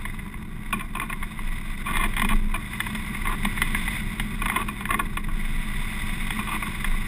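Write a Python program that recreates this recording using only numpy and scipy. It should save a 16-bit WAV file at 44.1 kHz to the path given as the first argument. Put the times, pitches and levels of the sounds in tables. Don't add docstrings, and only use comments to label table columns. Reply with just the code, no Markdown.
import sys
import numpy as np
from scipy import signal
from scipy.fft import rfft, irfft
from scipy.io import wavfile
from scipy.ndimage import uniform_filter1d

SR = 44100
rng = np.random.default_rng(int(sys.argv[2]) if len(sys.argv) > 2 else 0)


def master(y):
    cut = np.clip(np.atleast_2d(y).T, -1, 1)
    pcm = np.round(cut * 32767)
    wavfile.write(sys.argv[1], SR, pcm.astype(np.int16))


N = 311787

# time in seconds, relative level in dB.
WIND_LEVELS = [(0.0, -46), (0.5, -53.5), (0.65, -49.5), (0.9, -50.5), (1.43, -44.5), (2.35, -42),
               (2.45, -48), (2.6, -43.5), (2.89, -39), (3.3, -40.5), (3.98, -34), (4.03, -40.5),
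               (4.65, -43.5), (5.3, -48.5), (5.38, -41), (6.05, -37), (6.7, -38), (7.07, -39.5)]
# pitch in Hz, width in Hz, relative level in dB.
WIND_TONES = [(605, 260, -37), (736, 350, -16.5), (995, 115, -6), (1135, 108, -5), (1512, 400, -10.5),
              (1978, 127, -0.5), (2150, 330, -4), (2484, 130, -8), (2790, 1280, -18.5), (3200, 170, -24),
              (3542, 260, -10.5), (3740, 280, -18.5), (4200, 380, -34), (4820, 330, -29), (5150, 280, -26)]
# time in seconds, relative level in dB.
SHAKE_LEVELS = [(0.0, -41), (0.3, -39.5), (0.85, -41.5), (1.78, -41), (1.9, -37), (2.55, -39.5), (4.0, -36),
                (4.8, -38.5), (5.7, -38.5), (6.35, -37.5), (7.07, -38)]
# pitch in Hz, width in Hz, relative level in dB.
FRAME_TONES = [(52.3, 47, -2), (71, 18, -4), (88.2, 6.1, 3), (105, 13, -3), (127.5, 19, 1),
               (169.6, 52, -1.5)]
# pitch in Hz, width in Hz, relative level in dB.
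ROAR_TONES = [(267, 13, 0), (307.6, 34, 1), (362.7, 118, -4)]
# time of the peak in seconds, level in dB.
AIR_SLAPS = [(0.755, -33), (2.25, -29.5), (2.34, -28.5), (2.47, -32), (2.951, -30.5), (3.13, -34.5),
             (3.48, -27.5), (3.75, -31), (4.27, -30), (4.71, -35.5), (6.38, -31.5)]
# time in seconds, relative level in dB.
SHUDDER_LEVELS = [(0.0, -33), (0.45, -39), (1.0, -31.5), (1.5, -27), (1.9, -33.5), (2.0, -21.5),
                  (2.47, -21), (2.77, -43.5), (3.35, -27.5), (3.75, -27), (4.0, -34), (4.7, -35),
                  (5.42, -22.5), (5.8, -31), (6.05, -26), (6.58, -34), (6.98, -20.5), (7.07, -29)]
# time in seconds, rate in Hz.
SHUDDER_RATES = [(2.55, 24.9), (2.75, 28), (3.48, 25.97), (4.17, 26.36), (4.35, 31.35), (4.98, 24.75)]
# start in seconds, relative level in dB, hollowness from 0 (dry) to 1, brightness in dB.
CASE_KNOCKS = [(0.051, -29, 0.46, -3), (0.19, -36.5, 0.43, -19), (0.339, -37.5, .45, -30),
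               (0.725, -19, 0.87, 2), (0.793, -34, 0.5, -4), (0.807, -29.5, 0.84, 2),
               (0.949, -27.5, 0.88, 1.5), (0.965, -29, 1, -2), (0.997, -25.3, .4, -5),
               (1.014, -26.5, 0.98, 3), (1.096, -27.5, 0.88, 2), (1.126, -27, 0.47, -14),
               (1.226, -28.2, 0.53, -13), (1.388, -32.5, 0.65, -35), (1.862, -28.5, 1, 4),
               (2.136, -33.6, 0.2, 3), (1.968, -25, .3, 7), (2.035, -25, 0.85, 2), (2.165, -24, 0.5, 4),
               (2.178, -26.5, 0.63, -7), (2.195, -24, 0.34, 3), (2.216, -19, .65, -2),
               (2.245, -24, 0.72, 4), (2.288, -25, 0.33, 4), (2.539, -24.5, 0.88, 1),
               (2.732, -31.5, 0.14, 3), (2.802, -22, 0.17, 4), (2.864, -30.5, 0.43, -7),
               (2.948, -28.5, .55, 1), (3.146, -30, 0.4, -17), (3.253, -27, 0.78, -6),
               (3.269, -24, 0.5, -13), (3.448, -21, 0.64, 0), (3.574, -28, 0.2, -16),
               (3.617, -16.5, 0.1, 4), (3.746, -22, 0.16, -13), (3.877, -25, 0.3, -15),
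               (4.196, -24, 0.37, 5), (4.417, -24, 0.87, 3), (4.456, -21.5, .7, -3), (4.481, -27, 0.6, -2),
               (4.497, -21, 0.18, -10), (4.559, -20, 0.62, -8.5), (4.682, -26, 0.85, 3.5),
               (4.806, -30, 0.72, -2), (4.853, -27, 0, 3), (4.9041, -19, 0.74, -6.5),
               (4.94, -21, 0.63, -11), (4.991, -19, 0.78, -5), (5.169, -24, 0.69, -1.5),
               (5.284, -33, 0.9, -7), (6.305, -26, 0.01, 10.5), (6.39, -25, 1, 0.5),
               (6.623, -24.5, .65, -18), (6.665, -31, 0.84, -2), (6.843, -25, 0.33, 1.5),
               (6.937, -36, 1, -12)]
# start and end in seconds, relative level in dB, hollowness from 0 to 1, brightness in dB.
CHATTER_SPELLS = [(1.019, 1.055, -34.5, 1, -2), (1.855, 1.925, -28.5, 1, -2),
                  (1.925, 2.076, -25.5, 0.73, -1.5), (2.295, 2.34, -25.5, 1, 2),
                  (2.544, 2.568, -28, 0.94, 3), (3.286, 3.358, -29.5, 0.94, -7),
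                  (4.51, 4.637, -28.5, 1, 1.5), (4.886, 4.959, -28.5, .86, -6),
                  (4.996, 5.015, -30.5, 0.7, -8), (6.461, 6.575, -28.5, 1, 3)]
# pitch in Hz, width in Hz, relative dB at hollow = 0, relative dB at hollow = 1.
CASE_TONES = [(677, 82, -10.5, -5.5), (1066, 22, -11, -6), (1129, 83, -1, 1), (1448, 124, -15.5, -6.5),
              (1757, 56, -8, -9), (1883, 80, 6, -10.5), (2050, 64, 18, -13), (2132, 29, 6, -11),
              (2419, 100, -0.5, -3.5), (2938, 100, -1.5, -16.5), (3340, 320, 9.5, -14),
              (3390, 130, -15.5, -31)]

GROUP_SPLITS_HZ = (1330, 2300)
# the value for a dry knock, then for a hollow one. The dB are relative to the middle tones.
LOW_TONES_DB, HIGH_TONES_DB, RISE_S = (-19, 9.5), (-11.5, 3.5), (0.0013, 0.0027)


def wind_rush(level_db=2.5, flutter_db=2.0, low_follow=0.55, split_hz=1750, smoothing=0.35):
    rush = resonant_noise(WIND_TONES)
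    low = signal.sosfiltfilt(signal.butter(4, split_hz, fs=SR, output="sos"), rush)
    wind_db = curve(WIND_LEVELS)
    gust_db = wind_db - wind_db.mean()
    sound = low * amp(low_follow * gust_db) + (rush - low) * amp(gust_db)
    flicker_db = flutter_db * amp(-smoothing * gust_db) * flutter(60)
    return sound * amp(level_db + wind_db.mean() + flicker_db)


def mount_shaking(jolt, frame_db=1.07, drone_db=-1.8, roar_db=-11.5, lumps_db=1.5, boom_s=0.028,
                  drone_hz=211, drone_width_hz=29, drone_follow=0.88, jolt_roar_db=-12, jolt_drone_db=-9):
    t = np.arange(N) / SR
    lumps = amp(lumps_db * flutter(35))
    shake_db = curve(SHAKE_LEVELS)
    frame = steady(resonant_noise(FRAME_TONES), 0.14) * amp(shake_db + frame_db)
    roar_level = np.hypot(amp(shake_db + roar_db), amp(jolt_roar_db) * jolt)
    roar = steady(resonant_noise(ROAR_TONES), 0.07) * roar_level
    booms = sum(amp(db) * np.exp(-.5 * ((t - peak) / boom_s) ** 2) for peak, db in AIR_SLAPS)
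    sway = amp(shake_db.mean() + drone_follow * (shake_db - shake_db.mean()) + drone_db)
    drone_level = np.sqrt(sway ** 2 + booms ** 2 + (amp(jolt_drone_db) * jolt) ** 2)
    drone = steady(resonant_noise([(drone_hz, drone_width_hz, 0)]), 0.085) * drone_level
    return (frame + roar) * lumps + drone


def keel_shudder(level_db=-1.0, waver_db=3.0, thud_db=-1.0, thud_hz=36, thud_width_hz=18):
    turns = np.cumsum(curve(SHUDDER_RATES)) / SR
    swing_level = amp(curve(SHUDDER_LEVELS) + level_db + waver_db * flutter(2.4))
    swing = np.sqrt(2) * np.sin(2 * np.pi * turns) * swing_level
    thuds = resonant_noise([(thud_hz, thud_width_hz, 0)]) * amp(curve(SHAKE_LEVELS) + thud_db)
    return swing + thuds


def case_knocks(level_db=-1.5, buzz_db=-26, hollow_buzz_db=7, settle_s=0.043, snap_db=-24, muffle=0.43):
    t = np.arange(round(.14 * SR)) / SR
    body, snap = np.zeros(N), np.zeros(N)
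    attack = round(.015 * SR)
    groups = np.searchsorted(GROUP_SPLITS_HZ, [tone[0] for tone in CASE_TONES])
    for start, db, hollowness, bright_db in CASE_KNOCKS:
        low_db = np.interp(hollowness, (0, 1), LOW_TONES_DB)
        high_db = np.interp(hollowness, (0, 1), HIGH_TONES_DB)
        shares = amp([low_db, 0, high_db + bright_db])
        gains = amp(db) * shares / np.linalg.norm(shares)
        hollow = 1 + np.tanh((low_db - 3) / 4) / 2
        rise = t / np.interp(hollowness, (0, 1), RISE_S)
        push = (rise * np.exp(1 - rise)) ** 1.01
        buzz = amp(buzz_db + hollow * hollow_buzz_db) * (1 - np.exp(-rise)) * np.exp(-t / settle_s)
        force = (push + buzz) * tiny_hits(len(t), per_s=6000)
        tones = case_ringing(force, hollow)
        for group, gain in enumerate(gains):
            sound = tones[groups == group].sum(0)
            add(body, start, gain * amp(level_db) * sound / np.std(sound[:attack]))
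        snap_gain = gains[-1] * amp(snap_db) * (1 - muffle * hollow)
        add(snap, start, snap_gain * force / np.std(force[:attack]))
    return body, snap


def case_chatter(spell_db=-1, idle_db=-16, per_s=1500, idle_per_s=45, clump_db=2.5):
    ticks = case_ringing(tiny_hits(N, idle_per_s), hollow=0.35).sum(0)
    chatter = unit(ticks) * amp(curve(WIND_LEVELS) + idle_db)
    clumps = amp(clump_db * flutter(87))
    is_high = np.array([tone[0] > GROUP_SPLITS_HZ[-1] for tone in CASE_TONES])
    for start, end, db, hollow, bright_db in CHATTER_SPELLS:
        clump = clumps[round(start * SR):round(end * SR)]
        force = clump * tiny_hits(len(clump), per_s)
        buzz = unit(amp(bright_db * is_high) @ case_ringing(force, hollow))
        add(chatter, start, amp(db + spell_db) * buzz * signal.windows.tukey(len(clump), .2))
    return chatter


def case_ringing(force, hollow, ring_on=0.24, detune=0.0096, scatter_db=1.5):
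    damping = 1 - ring_on * hollow
    chance = rng.standard_normal((len(CASE_TONES), 2))
    tones = []
    for (hz, width_hz, db_at_0, db_at_1), (shift, strength) in zip(CASE_TONES, chance):
        db = db_at_0 + hollow * (db_at_1 - db_at_0) + scatter_db * strength
        tones.append(amp(db) * unit(ring(force, hz * (1 + detune * shift), width_hz * damping)))
    return np.array(tones)


def mount_jolt(rattle, linger_s=0.021):
    power = band(rattle, 696, 1290, order=2) ** 2
    decay = np.exp(-1 / (linger_s * SR))
    return np.sqrt(signal.lfilter([1 - decay], [1, -decay], power))


def microphone_hiss(level_db=-75):
    return amp(level_db) * unit(band(rng.standard_normal(N), 300, 6000, order=2))


def tiny_hits(size, per_s):
    return rng.standard_normal(size) * (rng.random(size) < per_s / SR)


def ring(force, hz, width_hz):
    pole = np.exp((2j * np.pi * hz - np.pi * width_hz) / SR)
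    return signal.lfilter([1], [1, -pole], force).imag


def resonant_noise(tones):
    hz = np.fft.rfftfreq(N, 1 / SR)
    power = sum((amp(db) / (1 + (2 * (hz - centre) / width) ** 2)) ** 2 for centre, width, db in tones)
    return unit(irfft(rfft(rng.standard_normal(N)) * np.sqrt(power), N))


def flutter(rate_hz):
    hz = np.fft.rfftfreq(N, 1 / SR)
    return unit(irfft(rfft(rng.standard_normal(N)) * hz / (hz + 4) / (1 + (hz / rate_hz) ** 2), N))


def steady(x, window_s):
    size = round(window_s * SR)
    power = uniform_filter1d(uniform_filter1d(x ** 2, size), size)
    return x / np.sqrt(np.maximum(power, 1e-6))


def band(x, low_hz, high_hz, order):
    return signal.sosfilt(signal.butter(order, [low_hz, high_hz], "band", fs=SR, output="sos"), x)


def curve(rows):
    times, values = np.transpose(rows)
    return np.interp(np.arange(N) / SR, times, values)


def add(mix, start_s, sound):
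    part = mix[round(start_s * SR):][:len(sound)]
    part += sound[:len(part)]


def amp(db):
    return 10 ** (np.asarray(db) / 20)


def unit(x):
    return x / np.sqrt(np.mean(x ** 2) + 1e-20)


def scene(leak_db=11, fizz_db=-5):
    body, snap = case_knocks()
    rattle = band(body + case_chatter(), 736, 3687, order=8)
    leak = amp(leak_db) * band(snap, 4700, 5620, order=3)
    faint_fizz = amp(fizz_db) * band(snap, 4770, 7540, order=2)
    wind = wind_rush() + mount_shaking(mount_jolt(rattle)) + keel_shudder()
    return (wind + rattle + leak + faint_fizz + microphone_hiss())[None]


def record(dry, hold_hz=12000, mirror_db=1.4, lowest_hz=45, top_hz=15330):
    above_bass = signal.sosfilt(signal.butter(2, lowest_hz, "high", fs=SR, output="sos"), dry)
    mirrored = above_bass * 2 * np.cos(2 * np.pi * hold_hz * np.arange(N) / SR)
    droop = np.sinc(np.fft.rfftfreq(N, 1 / SR) / hold_hz)
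    held = dry + amp(mirror_db) * irfft(rfft(mirrored) * droop, N)
    low_pass = signal.firwin(301, top_hz, window=("kaiser", 9), fs=SR)
    return signal.oaconvolve(held, low_pass[None], "same")


dry = scene()
out = record(dry)
master(out)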